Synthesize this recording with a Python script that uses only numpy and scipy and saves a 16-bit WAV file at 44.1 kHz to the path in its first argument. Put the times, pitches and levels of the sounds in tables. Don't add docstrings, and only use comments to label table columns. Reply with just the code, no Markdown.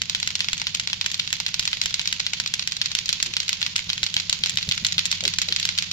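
import sys
import numpy as np
from scipy import signal
from scipy.fft import rfft, irfft, next_fast_len
from scipy.io import wavfile
from scipy.ndimage import map_coordinates

SR = 44100
rng = np.random.default_rng(int(sys.argv[2]) if len(sys.argv) > 2 else 0)


def file_out(sig):
    cols = np.atleast_2d(sig).T
    lim = np.clip(cols, -1, 1)
    pcm = np.round(lim * 32767).astype(np.int16)
    wavfile.write(sys.argv[1], SR, pcm)


N = 261459


def amp(db):
    return 10 ** (np.asarray(db) / 20)


def unit(x):
    return x / np.sqrt(np.mean(x ** 2) + 1e-20)


def along(points, hz):
    f, value = np.transpose(points)
    return np.interp(np.log(hz + 1), np.log(f + 1), value)


def at_time(points, s):
    times, values = np.transpose(points)
    return np.interp(s, times, values)


def filtered(x, response):
    m = next_fast_len(N + SR // 2)
    hz = np.fft.rfftfreq(m, 1 / SR)
    return irfft(rfft(x, m) * response(hz), m)[..., :N]


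def noise(spectrum, channels=2):
    white = rng.standard_normal((channels, N))
    return unit(filtered(white, lambda hz: amp(along(spectrum, hz))))


def add(track, s, sound):
    start = max(round(s * SR), 0)
    part = track[..., start:start + sound.shape[-1]]
    part += sound[..., :part.shape[-1]]


def panned(pan_db):
    return amp(np.array([[pan_db], [-pan_db]]) / 2)


def pulse(gain_db):
    cepstrum = irfft(np.log(amp(gain_db)))
    half = len(cepstrum) // 2
    cepstrum[1:half] *= 2
    cepstrum[half + 1:] = 0
    shape = irfft(np.exp(rfft(cepstrum)))[:half]
    return shape / np.linalg.norm(shape)


def scatter(first, spread, count=14):
    paths = np.zeros((2, SR // 16))
    late = rng.exponential(spread, count) + rng.uniform(0, .0005, (2, count))
    places = np.clip(np.round((first + late) * SR).astype(int), 0, paths.shape[1] - 1)
    np.add.at(paths, (np.arange(2)[:, None], places), rng.standard_normal(count))
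    return paths / np.linalg.norm(paths, axis=1, keepdims=True)


# frequency in Hz, relative level in dB per Hz.
AIR_COLOUR = [(20, 0), (65, -4.5), (130, 6.5), (300, -9.5), (600, -13), (1500, -16.5), (5000, -77),
              (15000, -55)]


def air(shared_db=-55, apart_db=-59):
    return amp(shared_db) * noise(AIR_COLOUR, channels=1) + amp(apart_db) * noise(AIR_COLOUR)


# time in seconds, firings per second, level in dB before panning.
ENGINE_IDLE = [(0, 13.75, -47), (2.8, 13.8, -49.5), (3.4, 13.72, -49), (4.1, 13.55, -49.5),
               (5, 13.55, -46.5), (5.93, 13.6, -46)]
# frequency in Hz, relative level in dB, seconds to fade by 60 dB.
EXHAUST_NOTES = [(88, 1, 0.31), (94, 0, 0.39), (124.5, -1, 0.13), (156, -3, 0.16), (174.3, 0.5, 0.28),
                 (236.5, -14.5, 0.45)]


def engine(uneven_db=0.8, pan_db=5.0, first_turn=.6):
    t = np.arange(-SR, N) / SR
    times, rates, levels = np.transpose(ENGINE_IDLE)
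    turns = np.cumsum(np.interp(t, times, rates)) / SR
    fired = np.flatnonzero(np.diff(np.floor(turns - turns[SR] + first_turn)))
    puffs = np.zeros(len(t))
    puffs[fired] = amp(uneven_db * rng.standard_normal(len(fired)))
    u = np.arange(SR // 2) / SR
    pipe = np.zeros(len(u))
    for k, (hz, db, t60) in enumerate(EXHAUST_NOTES):
        pipe += (-1) ** k * amp(db - 60 * u / t60) * np.sin(2 * np.pi * hz * u)
    hum = unit(signal.fftconvolve(puffs, pipe)[SR:SR + N])
    return hum * amp(np.interp(t[SR:], times, levels)) * panned(pan_db)


# start in seconds, length in seconds, resonance in Hz at the start,
# resonance in Hz it sinks towards, level in dB.
CREAKS = [(3.27, 0.036, 328, 290, -48.5), (5.229, 0.033, 575.4, 550, -42.5), (5.262, 0.023, 400, 347, -42),
          (5.481, 0.038, 604, 324, -48)]


def creaks(slip_rate=120, jitter=0.079, t60=0.02):
    out, t = np.zeros(N), np.arange(SR // 25) / SR
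    for s, length, start_hz, end_hz, db in CREAKS:
        creak = np.zeros(SR // 8)
        for at in np.arange(0, length, 1 / slip_rate):
            hz = start_hz + (end_hz - start_hz) * at / length
            fade = amp(-60 * t / t60) * (1 - np.exp(-t / 0.0002))
            slip = at + jitter * rng.standard_normal() / slip_rate
            add(creak, slip, np.sin(2 * np.pi * hz * t) * fade)
        add(out, s, amp(db) * creak / np.linalg.norm(creak) * np.sqrt(length * SR))
    return out


# time of the peak in seconds, relative peak level in dB.
SOFT_THUDS = [(3.884, -32), (4.018, -35), (4.162, -34.5), (4.413, -35.5), (4.547, -31.5), (4.687, -23),
              (4.827, -30.5), (4.972, -32)]


def thuds(width=0.011, level_db=-8):
    t = np.arange(N) / SR
    swell = sum(amp(db) * np.exp(-.5 * ((t - s) / width) ** 2) for s, db in SOFT_THUDS)
    dull = [(25, -18), (80, -7.0), (175, -2.5), (280, -21), (450, -25.5), (2000, -49)]  # Hz, relative dB
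    return amp(level_db) * swell * noise(dull, channels=1)


# frequency in Hz, relative level in dB.
YARD_COLOUR = [(400.0, -21.5), (800.0, -24), (1300.0, -13.5), (2200.0, -1), (3300.0, 3.5), (4400.0, 2.5),
               (5600.0, -4), (7000.0, -5), (8300.0, -30.5), (10000.0, -38), (12500.0, -29.5),
               (15000.0, -48)]


def yard(hits, level_db=-3, t60=0.69, build=0.00077, ringing_db=-37):
    t, fed = np.arange(SR) / SR, np.zeros(N)
    for s, _, blow_db, _, _ in hits:
        add(fed, s, np.array([amp(blow_db) ** 2]))
    fade = amp(-60 * t / t60)
    decay = (fade * (1 - np.exp(-t / build))) ** 2
    power = np.abs(signal.fftconvolve(fed, decay / decay.sum())[:N])
    add(power, 0, (amp(ringing_db) * fade) ** 2)
    clumps = map_coordinates(rng.standard_normal(N // 16), [np.arange(N) * 200 / SR])
    return amp(level_db) * np.sqrt(power) * unit(amp(2 * clumps)) * noise(YARD_COLOUR)


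def light_taps(softest_db=-25, loudest_db=-19, count=14, size=512):
    out = np.zeros((2, N))
    click = pulse(along(YARD_COLOUR, np.fft.rfftfreq(size, 1 / SR)))
    for place, strength in rng.uniform(size=(count, 2)):
        paths = scatter(first=0, spread=0.00082)
        tap = signal.fftconvolve(paths, click[None], axes=1)
        tap_db = softest_db + (loudest_db - softest_db) * strength
        add(out, place * N / SR, amp(tap_db) * tap)
    return out


# time in seconds, clacks so far.
SWINGS = [[(.0195, 0), (.533, 4), (.6684, 5), (.9299, 7), (1.7297, 13), (1.8599, 14), (2.128, 16),
           (2.5382, 19), (2.9525, 22), (3.3663, 25), (3.4938, 26), (3.627, 27), (3.8999, 29), (4.2979, 32),
           (4.8497, 36), (4.9804, 37), (5.5232, 41), (5.7855, 43), (5.9263, 44)], [(.099, 0), (.4843, 3), (.6186, 4), (.876, 6), (1.1454, 8), (1.4034, 10),
                              (1.6785, 12), (1.8139, 13), (2.723, 20), (2.8575, 21), (2.9899, 22),
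                              (3.4006, 25), (3.7938, 28), (4.0665, 30), (4.3298, 32), (4.5874, 34),
                              (4.8529, 36), (5.1284, 38), (5.277, 39), (5.5611, 41), (5.8225, 43)], [(.1598, 0), (.4466, 2), (.8981, 5), (1.4877, 9),
                                                   (1.9098, 12), (2.2, 14), (2.332, 15), (3.0603, 20),
                                                   (3.479, 23), (3.8956, 26), (4.179, 28), (4.473, 30),
                                                   (4.7797, 32), (5.2053, 35), (5.3398, 36), (5.776, 39),
                                                   (5.916, 40)], [(.2025, 0), (.77, 3), (1.1146, 5),
                                                                       (1.3067, 6), (1.6556, 8),
                                                                       (2.0168, 10), (2.554, 13),
                                                                       (3.0835, 16), (3.7821, 20),
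                                                                       (3.9776, 21), (4.1432, 22),
                                                                       (4.3262, 23), (4.4975, 24),
                                                                       (4.6887, 25), (4.8682, 26),
                                                                       (5.24, 28), (5.6007, 30)]]
# time in seconds, relative blow in dB.
FORCES = [[(0, 3.5), (1.3, 5), (2.2, 3.5), (3, 5), (4.4, 5.5), (4.9, 5), (5.9, 6.5)], [(0, 3.8), (1.1, 2.55), (1.9, 3.5), (3.2, 2.6), (4.4, 2.5), (5.901, 3.4)], [(0, -4), (1.4, -6), (2.5, -3), (3.5, -1), (4.7, -2.5),
                                                     (5.9, 0.5)], [(0.2, -0.5), (1, -11.5),
                                                                          (1.7, 1.5), (2.3, -10),
                                                                          (3.1, -10), (3.9, -6.5), (4.2, 3),
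                                                                          (5.6, 0)]]
# limp in seconds (clacks come early and late by turns),
# random unevenness of the blows in dB, share of the hollow ring.
PLAYER_HABITS = [(.0012, 1, 1.0), (0.0017, 1.9, 0.28), (0.0018, 1.54, 0.33), (0.0015, 2.8, 0.12)]
CLACK_DIRECTIONS = [(0, 1), (2, 2), (3, 3), (4, 4)]
# time in seconds, height in dB before each pair's share.
HOLLOW_RING = [(0, -1), (2.6, -1.5), (3.6, 0), (4.5, 7), (5.2, 2.5), (5.9, 1.5)]
BRIGHT_PER_DB, BRIGHT_SCATTER_DB = 0.2855, 1.13


def clacks():
    # seconds, direction, blow dB, brightness dB per octave, hollow ring dB
    hits = []
    for swing, force, habits, directions in zip(SWINGS, FORCES, PLAYER_HABITS, CLACK_DIRECTIONS):
        limp, uneven_db, ring_share = habits
        times, counts = np.transpose(swing)
        chances = rng.standard_normal(size=(int(counts[-1]) + 1, 2))
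        for k, (aim, contact) in enumerate(chances):
            s = np.interp(k, counts, times) - limp * (-1) ** k
            blow_db = at_time(force, s) + uneven_db * aim
            bright_db = BRIGHT_PER_DB * blow_db + BRIGHT_SCATTER_DB * contact
            ring_db = ring_share * at_time(HOLLOW_RING, s)
            hits.append((s, directions[k % 2], blow_db, bright_db, ring_db))
    return hits


# frequency in Hz, then relative level in dB for each of directions 0 to 4.
CLACK_COLOUR = [(99, -6.5, -19, -34, -37, -31), (440, -19.5, -43, -35.5, -26, -35),
                (774, -23, -22.5, -20.5, -25.5, -31.5), (1367, -10.5, -11, -11.5, -11.5, -18.5),
                (1980, 0.5, -2.5, 0, -2, -3.5), (3200, 4, 7, -1, 1, 5), (3985, 2.5, 4.5, 5.5, 7, 2),
                (5590, -3, -4.5, -2.5, -1, -2.5), (7206, -2, -14.5, -7, -3.5, 6),
                (8020, -14.5, -20.5, -21.5, -21.5, -11.5), (10120, -45.5, -34, -40, -37, -46),
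                (12330, -21, -31.5, -24, -20.5, -13), (14900, -45, -43, -45, -49, -51)]
# right port's lag in seconds, left minus right level in dB, body echo delay in
# seconds, wall echo delay in seconds, wall echo in dB, near echoes in dB, both relative to the direct blow.
ARRIVALS = [(.00022, 2, 0.001312, 0.038, -14, -2.5), (.00017, 3, .001277, 0.055, -34, -2.5),
            (.00036, 2.5, .0015, 0.083, -24, -4), (.00036, 3, .0015, 0.073, -16, -1),
            (.0002, 3, 0.0012, 0.062, -11, -3.5)]
CENTRE_HZ, RING_OCTAVES = 3950, 0.41
TURNING_DB = 2


def clackers(hits, level_db=2, paving_db=-13, shift=0.081, moving=0.52, size=512):
    out, hz = np.zeros((2, N)), np.fft.rfftfreq(size, 1 / SR)
    octaves = np.log2(np.clip(hz, 1000, 9000) / CENTRE_HZ)
    hollow = np.exp(-(octaves / RING_OCTAVES) ** 2) - .5
    standing = [scatter(first=0.0022, spread=.0016) for _ in ARRIVALS]
    for s, which, blow_db, bright_db, ring_db in hits:
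        lag, pan_db, body_delay, wall_delay, wall_db, near_db = ARRIVALS[which]
        colour = np.array(CLACK_COLOUR)[:, [0, which + 1]]
        colour[:, 1] += TURNING_DB * rng.standard_normal(len(colour))
        click = pulse(along(colour, hz) + bright_db * octaves + ring_db * hollow)
        fresh = scatter(first=.0009, spread=0.0019)
        near = np.sqrt(1 - moving) * standing[which] + np.sqrt(moving) * fresh
        echo = amp(near_db) / np.sqrt(2)
        paths = echo * near
        paths += amp(paving_db) * scatter(first=.007, spread=.005)
        paths += amp(wall_db) * scatter(first=wall_delay, spread=0.001)
        bounce = body_delay * (1 + shift * rng.uniform(-1.2, 1))
        for side, delay in enumerate([0, lag]):
            paths[side, round(delay * SR)] += 1
            paths[side, round((delay + bounce) * SR)] += echo
        sound = signal.fftconvolve(paths, click[None], axes=1)
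        add(out, s - lag / 2, amp(level_db + blow_db) * panned(pan_db) * sound)
    return out


# centre in Hz, width in Hz, height in dB.
SHARED_PEAKS = [(967, 167, 6.5), (1184, 77, -2.5), (1554, 144, 1.5), (1684, 46, -4), (3956, 85, -0.5),
                (5430, 200, 1.5), (8680, 270, 4), (13600, 570, 6), (16000, 450, -4)]
# frequency in Hz, left minus right level in dB.
PORT_COLOUR = [(500, 2), (1200, 0), (2200, -0.5), (3300, -4), (4500, -6.5), (6000, -6.5), (8000, 0),
               (12500, -2.5)]
# frequency in Hz, radians by which left leads.
PORT_LEAD = [(100, 0.5), (300, -.5), (600, -0.6), (1000, -1.6), (1700, -1.5), (2400, 0.5), (15000, 0)]


def through_ports(play):
    hz = np.fft.rfftfreq(SR // 10, 1 / SR)
    peaks_db = sum(db * np.exp(-.5 * ((hz - centre) / width) ** 2) for centre, width, db in SHARED_PEAKS)
    play = signal.fftconvolve(play, pulse(peaks_db)[None], axes=1)[:, :N]
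    sides = np.array([[.5], [-.5]])

    def ports(hz):
        return amp(along(PORT_COLOUR, hz) * sides) * np.exp(1j * along(PORT_LEAD, hz) * sides)

    return filtered(play, ports)


def scene():
    hits = clacks()
    play = through_ports(clackers(hits) + light_taps() + yard(hits))
    return play + engine() + thuds() + creaks() + air()


TOP_HZ = 16000


def record(dry):
    clipped = np.clip(dry, -.92, .92)
    return filtered(clipped, lambda hz: hz < TOP_HZ)


dry = scene()
out = record(dry)
file_out(out)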